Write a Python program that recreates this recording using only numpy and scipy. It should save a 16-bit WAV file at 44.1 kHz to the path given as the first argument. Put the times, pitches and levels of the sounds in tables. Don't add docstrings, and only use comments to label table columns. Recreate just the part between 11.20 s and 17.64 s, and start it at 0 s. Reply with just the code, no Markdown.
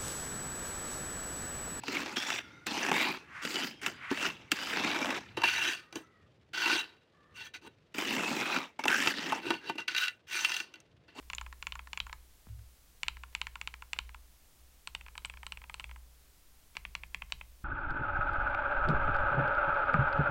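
import sys
import numpy as np
from scipy import signal
from scipy.fft import rfft, irfft
from scipy.io import wavfile

SR = 44100
rng = np.random.default_rng(int(sys.argv[2]) if len(sys.argv) > 2 else 0)


def waveform_to_disk(signal):
    frames = np.transpose(np.atleast_2d(signal))
    scaled = np.clip(frames, -1, 1) * 32767
    samples = np.round(scaled).astype(np.int16)
    wavfile.write(sys.argv[1], SR, samples)


N = 284004
TIME = np.arange(N) / SR
FIRM_DB = -28

KEY_VOICES = {"left1": (1130, (2620, 1.1, -11, -3.5, -18.5), (2760, 1, -2, -2, -9)),
              "left2": (1090, (2470, 1.1, -12, -8.5, -18.5), (2450, 1, -7.5, -11, -25)),
              "left3": (1110, (2770, 1.25, -15, -8, -28.5), (2100, .8, -6.5, 0, -16)),
              "wide1": (1090, (2500, .95, -15, -7, -18), (2320, .85, -12.5, -5.5, -19.5)),
              "wide2": (1100, (2650, .9, -12, -9, -21), (2660, 1, -5.5, -9.5, -19)),
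              "arrow1": (1070, (2880, .7, -10.5, -4, -12), (2450, .8, -11, -5, -21.5)),
              "arrow2": (1060, (2670, 1.15, -13.5, -6.5, -21), (2550, .9, -11.5, -11, -24.5)),
              "arrow3": (1030, (2520, 1.2, -17.5, -12, -21), (2400, .9, -8, -13, -17)),
              "corner1": (1120, (2460, 1, -9.5, -5, -23.5), (2380, 1.2, -13, -19, -35)),
              "corner2": (1120, (2320, 1.1, -14.5, -11.5, -24), (2340, 1.6, -8.5, -26, -32)),
              "corner3": (1120, (2770, .9, -11, -4.5, -22), (2380, 1.7, -10.5, -30, -33))}
# key, down t/s, down level/dB, up t/s, up level/dB
KEY_PRESSES = [("left1", .1005, -27, .2124, -33.5), ("left2", .1333, -24.5, .264, -36.5),
               ("left3", .183, -24, .3268, -38.5), ("left1", .4258, -27.5, .5543, -36),
               ("left2", .4692, -22, .5927, -32), ("left3", .5222, -25.5, .6727, -41),
               ("left1", .7317, -25.5, .8668, -40.5), ("left2", .7746, -23.5, .8961, -38.5),
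               ("left3", .802, -19, .9286, -31), ("wide1", 1.8326, -19.5, 1.9694, -39),
               ("wide2", 1.8828, -17, 2.0356, -33.5), ("wide1", 2.1504, -19.5, 2.2691, -26.5),
               ("wide2", 2.2154, -20, 2.356, -31), ("wide1", 2.414, -25, 2.5405, -32),
               ("wide2", 2.4745, -23, 2.6225, -35), ("wide1", 2.7325, -20, 2.8928, -40.5),
               ("wide2", 2.7887, -19, 2.9456, -37.5), ("arrow1", 3.6738, -28, 3.8837, -39.5),
               ("arrow2", 3.7498, -23, 3.864, -39.5), ("arrow3", 3.811, -36.5, 3.954, -39),
               ("arrow1", 3.9788, -30, 4.1385, -40.5), ("arrow2", 4.0486, -24, 4.1724, -40),
               ("arrow3", 4.0984, -30, 4.2315, -34.5), ("arrow1", 4.2663, -30, 4.4175, -41.5),
               ("arrow2", 4.3217, -25.5, 4.4403, -38.5), ("arrow3", 4.373, -32.5, 4.4971, -32.5),
               ("arrow1", 4.5424, -30.5, 4.6938, -44), ("arrow2", 4.5975, -28, 4.7128, -38),
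               ("arrow3", 4.6419, -29, 4.7609, -43), ("corner1", 5.5684, -23.5, 5.6515, -26),
               ("corner1", 5.7516, -22, 5.8354, -29.5), ("corner2", 5.946, -21.5, 6.0207, -26),
               ("corner3", 6.1222, -20.5, 6.2119, -30.5)]
# t/s, keycap level/dB, spring level/dB re keycap
EXTRA_KNOCKS = [(.1496, -47, 13), (4.0558, -38, -1), (4.6052, -39, -13)]
EXTRA_KNOCK_VOICE = (1090, 2800, -6, -1)
def knocks(pitch_rise_per_db=.006, plate_fall_per_db=.3, treble_rise_per_db=.2):
    rows = []
    for key, down_s, down_db, up_s, up_db in KEY_PRESSES:
        plate_hz, down, up = KEY_VOICES[key]
        for start_s, db, voice in ((down_s, down_db, down), (up_s, up_db, up)):
            cap_hz, cap_length, plate_db, housing_db, spring_db = voice
            over_db = db - FIRM_DB
            cap_hz *= 1 + pitch_rise_per_db * over_db
            plate_db += db - plate_fall_per_db * over_db
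            treble_db = db + treble_rise_per_db * over_db
            rows.append((start_s, db, cap_hz, cap_length, plate_hz,
                         plate_db, treble_db + housing_db, treble_db + spring_db))
    plate_hz, cap_hz, plate_db, housing_db = EXTRA_KNOCK_VOICE
    for start_s, db, spring_db in EXTRA_KNOCKS:
        rows.append((start_s, db, cap_hz, 1, plate_hz,
                     db + plate_db, db + spring_db + housing_db, db + spring_db))
    return rows


# start t/s, rim echo delay/ms, plate ring length/x, spring f/Hz,
# spring linger level/dB, second contact level/dB, rattle level/dB, desk thump level/dB
RUNS = [(0, 1.5, 0.96, 7120, -12.5, -32, -14.5, 1), (1.5, 1.6, 0.98, 7490, -30, -31, -16, -2),
        (3.3, 1.54, 0.95, 8230, -18, -10, -14.5, 1), (5.2, 1.38, 0.66, 7640, -25, -17, -15.5, 3.5)]
# f/part pitch, level/dB, swell/ms (keycap and plate: at ring length 1)
KEYCAP_MODES = [(.92, -5, 0.45), (1.05, -1.5, 0.44), (1.3, -9.5, 0.59)]
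HOUSING_MODES = [(1, -2.5, .26), (1.37, -11, 0.42)]
PLATE_MODES = [(.985, -1.5, 1.3), (1.25, -3.5, 1.79), (1.64, -7, 1.2), (.84, -22.5, 5.7)]
SPRING_MODES = [(.97, 3.95, 0.31), (1, 0.44, 0.07)]
def keystrokes(housing_hz=3967, plate_band_hz=(680, 4000), rim_db=-14, linger_swell_ms=2.0):
    out, t = np.zeros(N), TIME[:SR // 10]
    for start_s, cap_db, cap_hz, cap_length, plate_hz, plate_db, housing_db, spring_db in knocks():
        _, rim_ms, plate_length, spring_hz, linger_db, second_db, rattle_db, _ = run_at(start_s)
        cap = undb(cap_db) * ring(KEYCAP_MODES, cap_hz, t, cap_length) / np.sqrt(cap_length)
        click = cap + undb(housing_db) * ring(HOUSING_MODES, housing_hz, t)
        second = np.interp(t - rng.uniform(0.000682, 0.001307), t, click, left=0)
        click = unit(click + undb(second_db) * second) * np.std(click)
        plate = ring(PLATE_MODES, plate_hz * detune(0.025), t, plate_length)
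        rim_echo = np.interp(t - rim_ms / 1000, t, plate, left=0)
        plate = unit(plate - undb(rim_db) * rim_echo) * np.std(plate)
        plate = band(plate, *plate_band_hz)
        spring = ring(SPRING_MODES + [(1, linger_db, linger_swell_ms)], spring_hz * detune(0.0052), t)
        knock = click + undb(plate_db) * plate + undb(spring_db) * spring
        add(out, start_s, scatter(knock, rattle_db))
    return out


def run_at(time_s):
    return RUNS[sum(time_s > run[0] for run in RUNS[1:])]


def scatter(knock, rattle_db, t60_s=0.021):
    rattle = signal.fftconvolve(knock, echoes(t60_s, 280, 19000, delay_s=0.00072))
    return knock + undb(rattle_db) * rattle[:len(knock)]


# t/s, level/dB before rattle
FINGER_TOUCHES = [(.027, -52), (1.287, -53.5), (1.39, -53), (1.865, -45), (1.9082, -60), (2.128, -52),
                  (2.7634, -42), (4.02, -54), (4.58, -53), (5.5528, -41.5), (6.1, -49)]
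def touches(tick_hz=2156, swell_ms=0.085):
    out = np.zeros(N)
    for start_s, db in FINGER_TOUCHES:
        tick = ring([(1, db, swell_ms)], tick_hz, TIME[:SR // 10])
        add(out, start_s, scatter(tick, rattle_db=7, t60_s=0.042))
    return out


# f/Hz, level/dB at unit push, swell/ms
DESK_MODES = [(39, -59.5, 45), (108.8, -69, 23.4), (170.6, -67.5, 13), (340, -63, 0.95), (545, -56, 1.2)]
# t/s, level/dB, f/Hz before thud_tuning, swell/ms
HAND_THUDS = [(1.2691, -44.5, 1080, 0.2), (1.27, -48.5, 213, 2.7), (1.291, -42.5, 117.2, 22),
              (1.373, -45.5, 115, 17.7)]
def desk_thumps(reference_db=-26, follow=0.55, thud_tuning=0.89):
    out, t = np.zeros(N), TIME[:SR // 2]
    for start_s, cap_db, *_ in knocks():
        thump_db = run_at(start_s)[-1]
        push = undb(follow * (cap_db - reference_db) + thump_db)
        add(out, start_s, push * ring(DESK_MODES, detune(0.024), t))
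    for start_s, db, hz, swell_ms in HAND_THUDS:
        add(out, start_s, ring([(thud_tuning, db, swell_ms)], hz, t))
    return out


# t/s, level/dB
HAND_LEANS = [(0, -54), (.17, -46), (.51, -50), (1.27, -45), (1.94, -51), (2.8, -48), (3.39, -60),
              (4.12, -53), (4.65, -45.5), (4.85, -59), (6.25, -59)]
def desk_sway(centre_hz=60.3, wander_hz=1.8, swell_s=.062, key_db=-56, rest_db=-67, follow=.45):
    power = np.full(N, undb(rest_db) ** 2)
    swing = swell(TIME[:SR] / swell_s)
    key_pushes = [(start_s, key_db + follow * (db - FIRM_DB)) for start_s, db, *_ in knocks()]
    for start_s, db in key_pushes + HAND_LEANS:
        add(power, start_s, (undb(db) * swing) ** 2)
    wander = np.interp(TIME, np.linspace(0, TIME[-1], 30), rng.standard_normal(30))
    hz = centre_hz + wander_hz * wander
    return np.sqrt(power) * np.sin(2 * np.pi * np.cumsum(hz) / SR)


def room(keys, early_db=-17.4, late_db=-23, beam_hz=2600, beam_share=0.38):
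    sideways = keys - beam_share * signal.lfilter(*signal.iirpeak(beam_hz, 2, fs=SR), keys)
    early = undb(early_db) * echoes(0.12, 500, 6900, delay_s=0.0077)
    late = undb(late_db) * echoes(0.39, 410, 5300, delay_s=0.025)
    return keys + signal.fftconvolve(sideways, early + late)[:N]


# f/Hz, relative density level/dB
FLOOR_SPECTRUM = [(15, -45), (45, -50), (100, -60.5), (200, -67.5), (400, -70), (1500, -73.5), (16000, -75)]
def noise_floor(rms_db=-61):
    hz, db = np.transpose(FLOOR_SPECTRUM)
    bin_hz = np.maximum(np.fft.rfftfreq(N, 1 / SR), 1)
    colour = undb(np.interp(np.log(bin_hz), np.log(hz), db))
    return undb(rms_db) * unit(irfft(rfft(rng.standard_normal(N)) * colour, N))


def ring(modes, hz, t, length=1):
    out = 0
    for ratio, db, swell_ms in modes:
        envelope = swell(t * 1000 / (swell_ms * length))
        out = out + undb(db) * envelope * np.sin(2 * np.pi * hz * ratio * t)
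    return out


def swell(age):
    return age * np.exp(1 - age)


def detune(spread):
    return 1 + spread * rng.standard_normal()


def echoes(t60_s, low_hz, high_hz, delay_s):
    t = TIME[:SR // 2]
    tail = rng.standard_normal(len(t)) * np.exp(-np.log(1000) * t / t60_s) * (t > delay_s)
    return band(tail / np.linalg.norm(tail), low_hz, high_hz)


def band(x, low_hz, high_hz):
    return signal.sosfilt(signal.butter(2, [low_hz, high_hz], "bandpass", fs=SR, output="sos"), x)


def undb(db):
    return 10 ** (np.asarray(db) / 20)


def unit(x):
    return x / np.sqrt(np.mean(x ** 2))


def add(out, start_s, sound):
    i = round(start_s * SR)
    out[i:i + len(sound)] += sound[:max(N - i, 0)]


def scene():
    return (room(keystrokes() + touches()) + desk_thumps() + desk_sway() + noise_floor())[None]


def record(dry):
    return signal.sosfilt(signal.ellip(10, .1, 70, 15900, fs=SR, output="sos"), dry)


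dry = scene()
out = record(dry)
waveform_to_disk(out)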